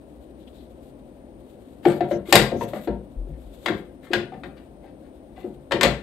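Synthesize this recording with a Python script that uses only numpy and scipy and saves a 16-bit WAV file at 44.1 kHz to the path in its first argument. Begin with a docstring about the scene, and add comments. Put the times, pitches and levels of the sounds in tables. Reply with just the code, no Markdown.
"""A small wooden loom on a desk, a metre from the microphone in a quiet room where a fan hums.
First, yarn rustles through the slots of the heddle, the slotted board that guides the threads.
Then the heddle is lifted out of its notch and clatters down: each knock clacks, rings the heddle
and the frame and shakes the desk. Next it is pressed against the cloth with soft bumps and scrapes.
Last, it is worked back into its blocks with a quick run of knocks."""
import sys
import numpy as np
from scipy import signal
from scipy.fft import rfft, irfft, next_fast_len
from scipy.io import wavfile

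SR = 44100
rng = np.random.default_rng(int(sys.argv[2]) if len(sys.argv) > 2 else 0)


def store_wav(level_fs):
    """Save 16-bit WAV to argv[1]."""
    pcm = np.round(np.clip(np.atleast_2d(level_fs), -1, 1) * 32767)
    wavfile.write(sys.argv[1], SR, pcm.T.astype(np.int16))


N = 265790
TIME = np.arange(N) / SR  # seconds into the scene
AGE = np.arange(SR // 2) / SR  # seconds into one short sound

# tone of the fan's rush: (frequency [Hz], level [dB])
FAN_TONE = [(15, -51.5), (25, -17.5), (49, 0), (69, 0), (86, -7), (169, -7), (266, 1.5), (410, -5.5),
            (444, -11), (522, -3), (1200, -28), (3080, -36), (6030, -47), (8790, -53), (15500, -52.5)]
# tone of the yarn rustle as the microphone colours it: (frequency [Hz], level [dB])
RUSTLE_AT_MIC = [(300, -19), (1000, -0.5), (2200, -0.5), (3700, 5), (5600, -12.5), (8000, -2.5),
                 (10200, -14), (11900, 2), (14000, -20.5), (16000, -14.5)]
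# heddle or hand rubbing along the yarn: (time [s], length [s], level reached [dB])
YARN_RUBS = [(0.17, 0.043, -69), (0.362, 0.25, -63), (0.805, 0.068, -64), (1.427, 0.072, -62),
             (1.5, 0.22, -72), (1.822, 0.086, -43), (2.077, 0.036, -52), (2.249, 0.046, -41),
             (2.567, 0.036, -52), (2.57, 0.19, -45), (2.8, 0.051, -56), (3.294, 0.42, -57),
             (3.735, .04, -62), (4.007, 0.048, -54.5), (5.35, 0.065, -62.5)]
# yarn pulled through threads and slots: (time [s], length [s], centre frequency [Hz], level [dB])
YARN_PULLS = [(0.398, 0.056, 3500, -62.5), (0.468, 0.027, 3100, -52.5), (0.503, 0.19, 3700, -61),
              (1.443, 0.4, 3300, -77), (1.864, 0.074, 8200, -46.5), (2.1, 0.084, 5940, -51.5),
              (2.546, 0.14, 6200, -53.5), (2.803, 0.066, 12000, -57), (3.398, 0.22, 3490, -69)]
# a mode is a note that a thing rings at; its fade time (t60) is how long it takes to drop 60 dB
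# low modes of the desk: (frequency [Hz], level [dB], fade time [s])
DESK_RINGS = [(87, -11, 0.13), (101, -11, 0.14), (132.6, -8.5, 0.14), (144, -1.5, 0.67), (196.1, 0, 0.4),
              (213, 3.5, 0.33), (240, 4, 0.24)]
# modes of the loom's frame: (frequency [Hz], level [dB], fade time [s])
FRAME_RINGS = [(324, 1.5, 0.062), (361.9, -2, 0.18), (405.6, -6.5, 0.16), (451, 1.5, 0.044),
               (473, -0.5, 0.11), (532, -5, 0.22), (579, -4, 0.15), (654, -11.5, 0.079), (703, -2.5, 0.139),
               (814, -3, 0.04), (790, -9, 0.014), (932, -14, 0.16), (1346, -15.5, 0.12)]
# high modes of the heddle: (frequency [Hz], level [dB], fade time [s])
HEDDLE_RINGS = [(1430, -3, 0.052), (1602, -6, 0.099), (1793, -1.5, .07), (1973, -1, 0.042),
                (2056, 0.5, 0.037), (2487, -4.5, 0.061), (2635, -11.5, 0.081), (3000, -8, 0.039),
                (3680, -6, 0.02), (3650, -9, 0.062), (4670, -6, 0.014)]
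# tone of the wooden clack as the microphone colours it: (frequency [Hz], level [dB])
CLACK_AT_MIC = [(200, -15.5), (600, -5), (1180, -1.5), (1550, -4), (2100, 0.5), (2700, -3), (3800, 0),
                (4700, -5), (5800, -14.5), (6800, -8.5), (8500, -6.5), (10100, -18.5), (11900, -1),
                (14000, -24)]
# low desk notes swelling under and between the knocks and bumps: (time [s], note [Hz], level [dB])
DESK_BOOMS = [(2.38, 51.6, -34.5), (2.411, 130.4, -25), (2.885, 58.1, -31.5), (3.162, 43.5, -27),
              (3.288, 149.7, -38), (3.309, 58.9, -35.5), (3.439, 48.3, -41.5), (3.701, 100, -41),
              (4.15, 105.4, -40.5), (5.852, 58.7, -28), (5.868, 136, -28.5)]
# wood sliding on wood: (time [s], length [s], level [dB])
WOOD_SCRAPES = [(1.831, 0.078, -49), (1.878, 0.049, -36.5), (2.254, 0.065, -47), (3.332, 0.0098, -64),
                (4.029, 0.045, -52.5), (4.112, 0.022, -40.5), (4.566, 0.037, -53.5), (4.831, 0.067, -61.5),
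                (5.024, 0.058, -65), (5.36, 0.071, -53)]
# heddle bumping with yarn in between, so that it mostly just bends: (time [s], note level [dB])
HEDDLE_BUMPS = [(1.860, -9.5), (2.012, -20), (2.124, -22.5), (2.286, -28.5), (3.27, -39.5), (3.700, -21),
                (4.105, -25.5), (4.156, -25), (5.443, -26), (5.741, -23.5)]
# heddle striking the frame: (time [s], clack level [dB], frame level [dB], note [Hz], note level [dB])
HEDDLE_KNOCKS = [ (1.852, -27.5, -29.5, 780, -20), (2.006, -34.5, -29.5, 704, -19.5),
                 (2.111, -37, -27.5, 580, -21.5), (2.325, -9, -11.5, 780, -16.5),
                 (2.354, -8.5, -31, 483, -26), (2.394, -21.5, -27, 475, -22),
                 (2.516, -45, -23.5, 698, -31.5), (2.61, -38, -26.5, 949, -27),
                 (2.733, -38.5, -31.5, 598, -29.5), (2.758, -44, -53, 750, -39),
                 (2.873, -40, -23, 326, -26), (3.659, -21.5, -29, 740, -42), (3.682, -27, -29.5, 456, -47),
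                 (4.1327, -19.5, -27, 1631, -22), (4.320, -51, -43.5, 761, -35.5),
                 (4.339, -49, -48.5, 746, -41.5), (4.434, -38, -39.5, 779, -44),
                 (4.842, -61.5, -52, 781, -49.5), (5.377, -56, -48, 747, -42.5),
                 (5.71, -29, -35.5, 576, -39), (5.719, -21, -24, 568, -31), (5.81, -17, -23, 1956, -31),
                 (5.831, -14, -17.5, 542, -24), (5.848, -20.5, -23, 338, -31), ]
# the right channel compared with the left: (frequency [Hz], level change [dB])
RIGHT_SHADE = [(60, -6), (350, -5), (700, -6), (1400, -8), (2600, -15), (5000, -8), (9000, -1.5),
               (15000, -2)]


def undb(db):
    """Turn decibels into a number to multiply by."""
    return 10 ** (np.asarray(db) / 20)


def fade(t60):
    """Die away by 60 dB every t60 seconds."""
    return np.exp(-np.log(1000) * AGE / t60)


def level(x, db, size=1323):
    """Scale a sound so that its first samples (30 ms by default) average db on the left (rms)."""
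    return x * undb(db) / np.sqrt(np.mean(np.atleast_2d(x)[0, :size] ** 2))


def shape(x, gain):
    """Turn each frequency f up or down by gain(f)."""
    size = next_fast_len(x.shape[-1])
    hz = np.maximum(np.fft.rfftfreq(size, 1 / SR), 1)
    return irfft(rfft(x, size) * gain(hz), size)[..., :x.shape[-1]]


def colour(x, points):
    """Give a sound the tone drawn by (frequency [Hz], level [dB]) points."""
    hz, db = np.transpose(points)
    return shape(x, lambda f: undb(np.interp(np.log(f), np.log(hz), db)))


def soften(x, hz):
    """Take off the treble above hz, as a longer, softer contact does."""
    return signal.sosfilt(signal.butter(2, min(hz, SR / 2 - 2000), fs=SR, output="sos"), x)


def diffuse(size, split_hz=1300, bass_alike=1.0):
    """Noise from all around: left and right are alike in the bass, unrelated in the treble."""
    mid, side = rng.standard_normal((2, size))
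    alike = lambda f: bass_alike / (1 + (f / split_hz) ** 2)
    mid = shape(mid, lambda f: np.sqrt(1 + alike(f)))
    side = shape(side, lambda f: np.sqrt(1 - alike(f)))
    return np.array([mid + side, mid - side]) / np.sqrt(2)


def hiss(size, hz, width_hz):
    """A narrow band of noise around hz."""
    return shape(diffuse(size), lambda f: 1 / (1 + (2 * (f - hz) / width_hz) ** 2))


def waver(per_s, size):
    """Random values joined by straight lines, per_s of them a second."""
    return np.interp(np.arange(size) * per_s / SR, np.arange(size), rng.standard_normal(size))


def add(out, s, sound):
    """Mix a sound in at s seconds."""
    i = max(int(s * SR), 0)
    out[:, i:i + sound.shape[-1]] += sound[..., :max(N - i, 0)]


def ring(hz, t60, rise_s):
    """One mode: it swells as the blow spreads through the wood, then fades."""
    return np.sin(2 * np.pi * hz * AGE) * fade(t60) * (1 - np.exp(-AGE / rise_s))


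def modes(table, rise_s, spread_db=2.5, pitch_spread=.008):
    """Each blow lands at another spot and under another grip, so the modes vary a little."""
    chance = rng.standard_normal((len(table), 2)) * [spread_db, pitch_spread]
    return sum((-1) ** k * undb(db + louder_db) * ring(hz * (1 + detune), t60, rise_s)
               for k, ((hz, db, t60), (louder_db, detune)) in enumerate(zip(table, chance)))


def room(x, wet_db, build_s=0.0025, damp_hz=3500, bass_t60=0.34, treble_t60=.26):
    """A sound plus a small room's echo, whose level is wet_db and whose treble dies first."""
    noise = diffuse(len(AGE))
    low = shape(noise, lambda f: 1 / (1 + (f / damp_hz) ** 2))
    tail = (low * fade(bass_t60) + (noise - low) * fade(treble_t60)) * (1 - np.exp(-AGE / build_s))
    tail /= np.sqrt(np.sum(tail[0] ** 2))
    return x + undb(wet_db) * signal.fftconvolve(np.atleast_2d(x), tail, axes=1)[:, :len(AGE)]


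def fan(rush_db=-43, hum_hz=61.6, hum_db=-56, whine_db=-73, left_lag_s=0.00021):
    """The fan: a low steady rush with a hum and a faint narrow hiss high up."""
    rush = level(colour(diffuse(N, split_hz=1400, bass_alike=.93), FAN_TONE), rush_db, size=N)
    rush[0] = np.roll(rush[0], int(left_lag_s * SR))  # it reaches the right side first
    whine = hiss(N, hz=8850, width_hz=800)
    hum = np.sin(2 * np.pi * hum_hz * TIME)
    return rush + level(whine, whine_db, size=N) + level(hum, hum_db, size=N)


def rub_strength(rest_db=-72, release_t60=0.24):
    """Each rub gathers speed to its end and then dies away; the yarn is never quite still."""
    strength = undb(rest_db)
    for s, length, db in YARN_RUBS:
        attack = np.clip((TIME - s) / length, 0, 1)
        release = np.exp(-np.log(1000) * np.maximum(TIME - s - length, 0) / release_t60)
        strength = strength + undb(db) * attack * release
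    return strength


def yarn_rustle(snags_per_s=900, snag_db=-3, spurt_db=4.0):
    """Fibres hiss and snag as they slide through the slots in spurts."""
    snags = (rng.random((2, N)) < snags_per_s / SR) * rng.standard_normal((2, N))
    rustle = colour(diffuse(N) + level(snags, snag_db, size=N), RUSTLE_AT_MIC)
    spurts = undb(spurt_db * waver(per_s=42, size=N))
    return level(rustle, 0, size=N) * rub_strength() * spurts


def yarn_pulls(width_hz=1400, twist_db=1.5):
    """A strand pulled across the others rasps: a narrow hiss, broken up by the twist of the yarn."""
    out = np.zeros((2, N))
    for s, length, hz, db in YARN_PULLS:
        rasp = hiss(len(AGE), hz, width_hz)
        twist = undb(twist_db * waver(per_s=170, size=len(AGE)))
        stroke = np.sin(np.pi * np.minimum(AGE / length, 1))
        add(out, s, level(rasp * twist, db, size=len(AGE)) * stroke)
    return out


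def desk_booms():
    """Single low desk notes swell and fade; the lower the note, the longer it lasts."""
    out = np.zeros((2, N))
    for s, hz, db in DESK_BOOMS:
        add(out, s, level(ring(hz, t60=.27 * np.sqrt(50 / hz), rise_s=0.083), db))
    return out


def desk_thud(low_hz=75, high_hz=300, t60=0.35, rise_s=0.0065, rumble_db=-3):
    """The shaken desk answers with a few low modes in a short rumble."""
    noise = rng.standard_normal(len(AGE))
    rumble = shape(noise, lambda f: 1 / (1 + (low_hz / f) ** 4) / (1 + (f / high_hz) ** 4))
    rumble *= fade(t60) * (1 - np.exp(-AGE / rise_s))
    return level(modes(DESK_RINGS, rise_s), 0) + level(rumble, rumble_db, size=2646)


def heddle_note(hz, cycles=36, least_t60=0.031, second_ratio=1.07, second_db=-8):
    """The heddle's two bars ring at slightly different pitches; the hand stops high notes first."""
    t60 = least_t60 + cycles / hz
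    return ring(hz, t60, rise_s=0.0024) + undb(second_db) * ring(hz * second_ratio, t60, rise_s=0.0053)


def clack(hardness_hz, crack_t60=0.022, wood_t60=0.12, wood_db=-14, modes_db=-8, wall_hz=9000):
    """A crack and the heddle's brief high modes; a soft contact is duller and builds more slowly."""
    contact_s = 6 / hardness_hz  # six cycles of that frequency
    grain = colour(rng.standard_normal(len(AGE)), CLACK_AT_MIC)
    crack = grain * (fade(crack_t60) + undb(wood_db) * fade(wood_t60)) * (1 - np.exp(-AGE / contact_s))
    ringing = modes(HEDDLE_RINGS, contact_s)
    direct = soften(level(crack, 0) + level(ringing, modes_db), hardness_hz)
    echo = room(direct, wet_db=-1.5, build_s=0.0018) - direct
    return direct + shape(echo, lambda f: 1 / np.sqrt(1 + (f / wall_hz) ** 2))  # walls dull the echo


def blow(hardness_hz, clack_db, frame_db, note_hz, note_db, desk_lag_s=.014):
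    """One contact clacks, rings the heddle and the frame, and then shakes the desk below."""
    desk_db = -8.5 + 0.85 * frame_db  # the frame passes blows on to the desk, evened out
    desk = level(room(desk_thud(), wet_db=-4.0), desk_db)
    desk = np.pad(desk, ((0, 0), (int(desk_lag_s * SR), 0)))[:, :len(AGE)]
    frame_top_hz = 0.49 * hardness_hz  # the heavy frame takes up only the lower part of the blow
    frame = room(soften(modes(FRAME_RINGS, rise_s=.002), frame_top_hz), wet_db=1)
    note = room(heddle_note(note_hz), wet_db=-5.5)
    return desk + level(frame, frame_db) + level(note, note_db) + level(clack(hardness_hz), clack_db)


def scrapes(slips_per_s=500, hardness_hz=2800):
    """Sliding wood sticks and slips: a run of uneven tiny clacks."""
    out = np.zeros((2, N))
    for s, length, db in WOOD_SCRAPES:
        slips = (rng.random(len(AGE)) < slips_per_s / SR) * rng.standard_normal(len(AGE))
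        slips *= AGE < length
        slips[0] = 1  # always start with a slip
        scrape = signal.fftconvolve(slips[None], clack(hardness_hz), axes=1)[:, :len(AGE)]
        add(out, s, level(scrape, db))
    return out


def bumps(hardness_hz=1600, bend_hz=348.8):
    """A cushioned bump: the heddle's lowest bending note, a little frame and desk, hardly any clack."""
    out = np.zeros((2, N))
    for s, db in HEDDLE_BUMPS:
        add(out, s, blow(hardness_hz, clack_db=db - 30.5, frame_db=db - 9, note_hz=bend_hz, note_db=db))
    return out


def knocks(softest_hz=1640, hardening_hz=20300):
    """A harder knock is a shorter contact, so it is brighter; the spot struck picks the heddle's note."""
    out = np.zeros((2, N))
    for s, clack_db, frame_db, note_hz, note_db in HEDDLE_KNOCKS:
        hardness_hz = softest_hz + hardening_hz * undb(clack_db)
        add(out, s, blow(hardness_hz, clack_db, frame_db, note_hz, note_db))
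    return out


def scene():
    """The loom's wood and yarn over the fan."""
    return knocks() + bumps() + scrapes() + desk_booms() + yarn_rustle() + yarn_pulls() + fan()


def record(dry, top_hz=15700):
    """The microphone's right side is shaded; too-loud peaks clip, and the highest treble is cut."""
    channels = np.array([dry[0], colour(dry[1], RIGHT_SHADE)])
    treble_cut = signal.ellip(10, .2, 80, top_hz, fs=SR, output="sos")
    return signal.sosfilt(treble_cut, np.clip(channels, -1, 1))


dry = scene()
out = record(dry)
store_wav(out)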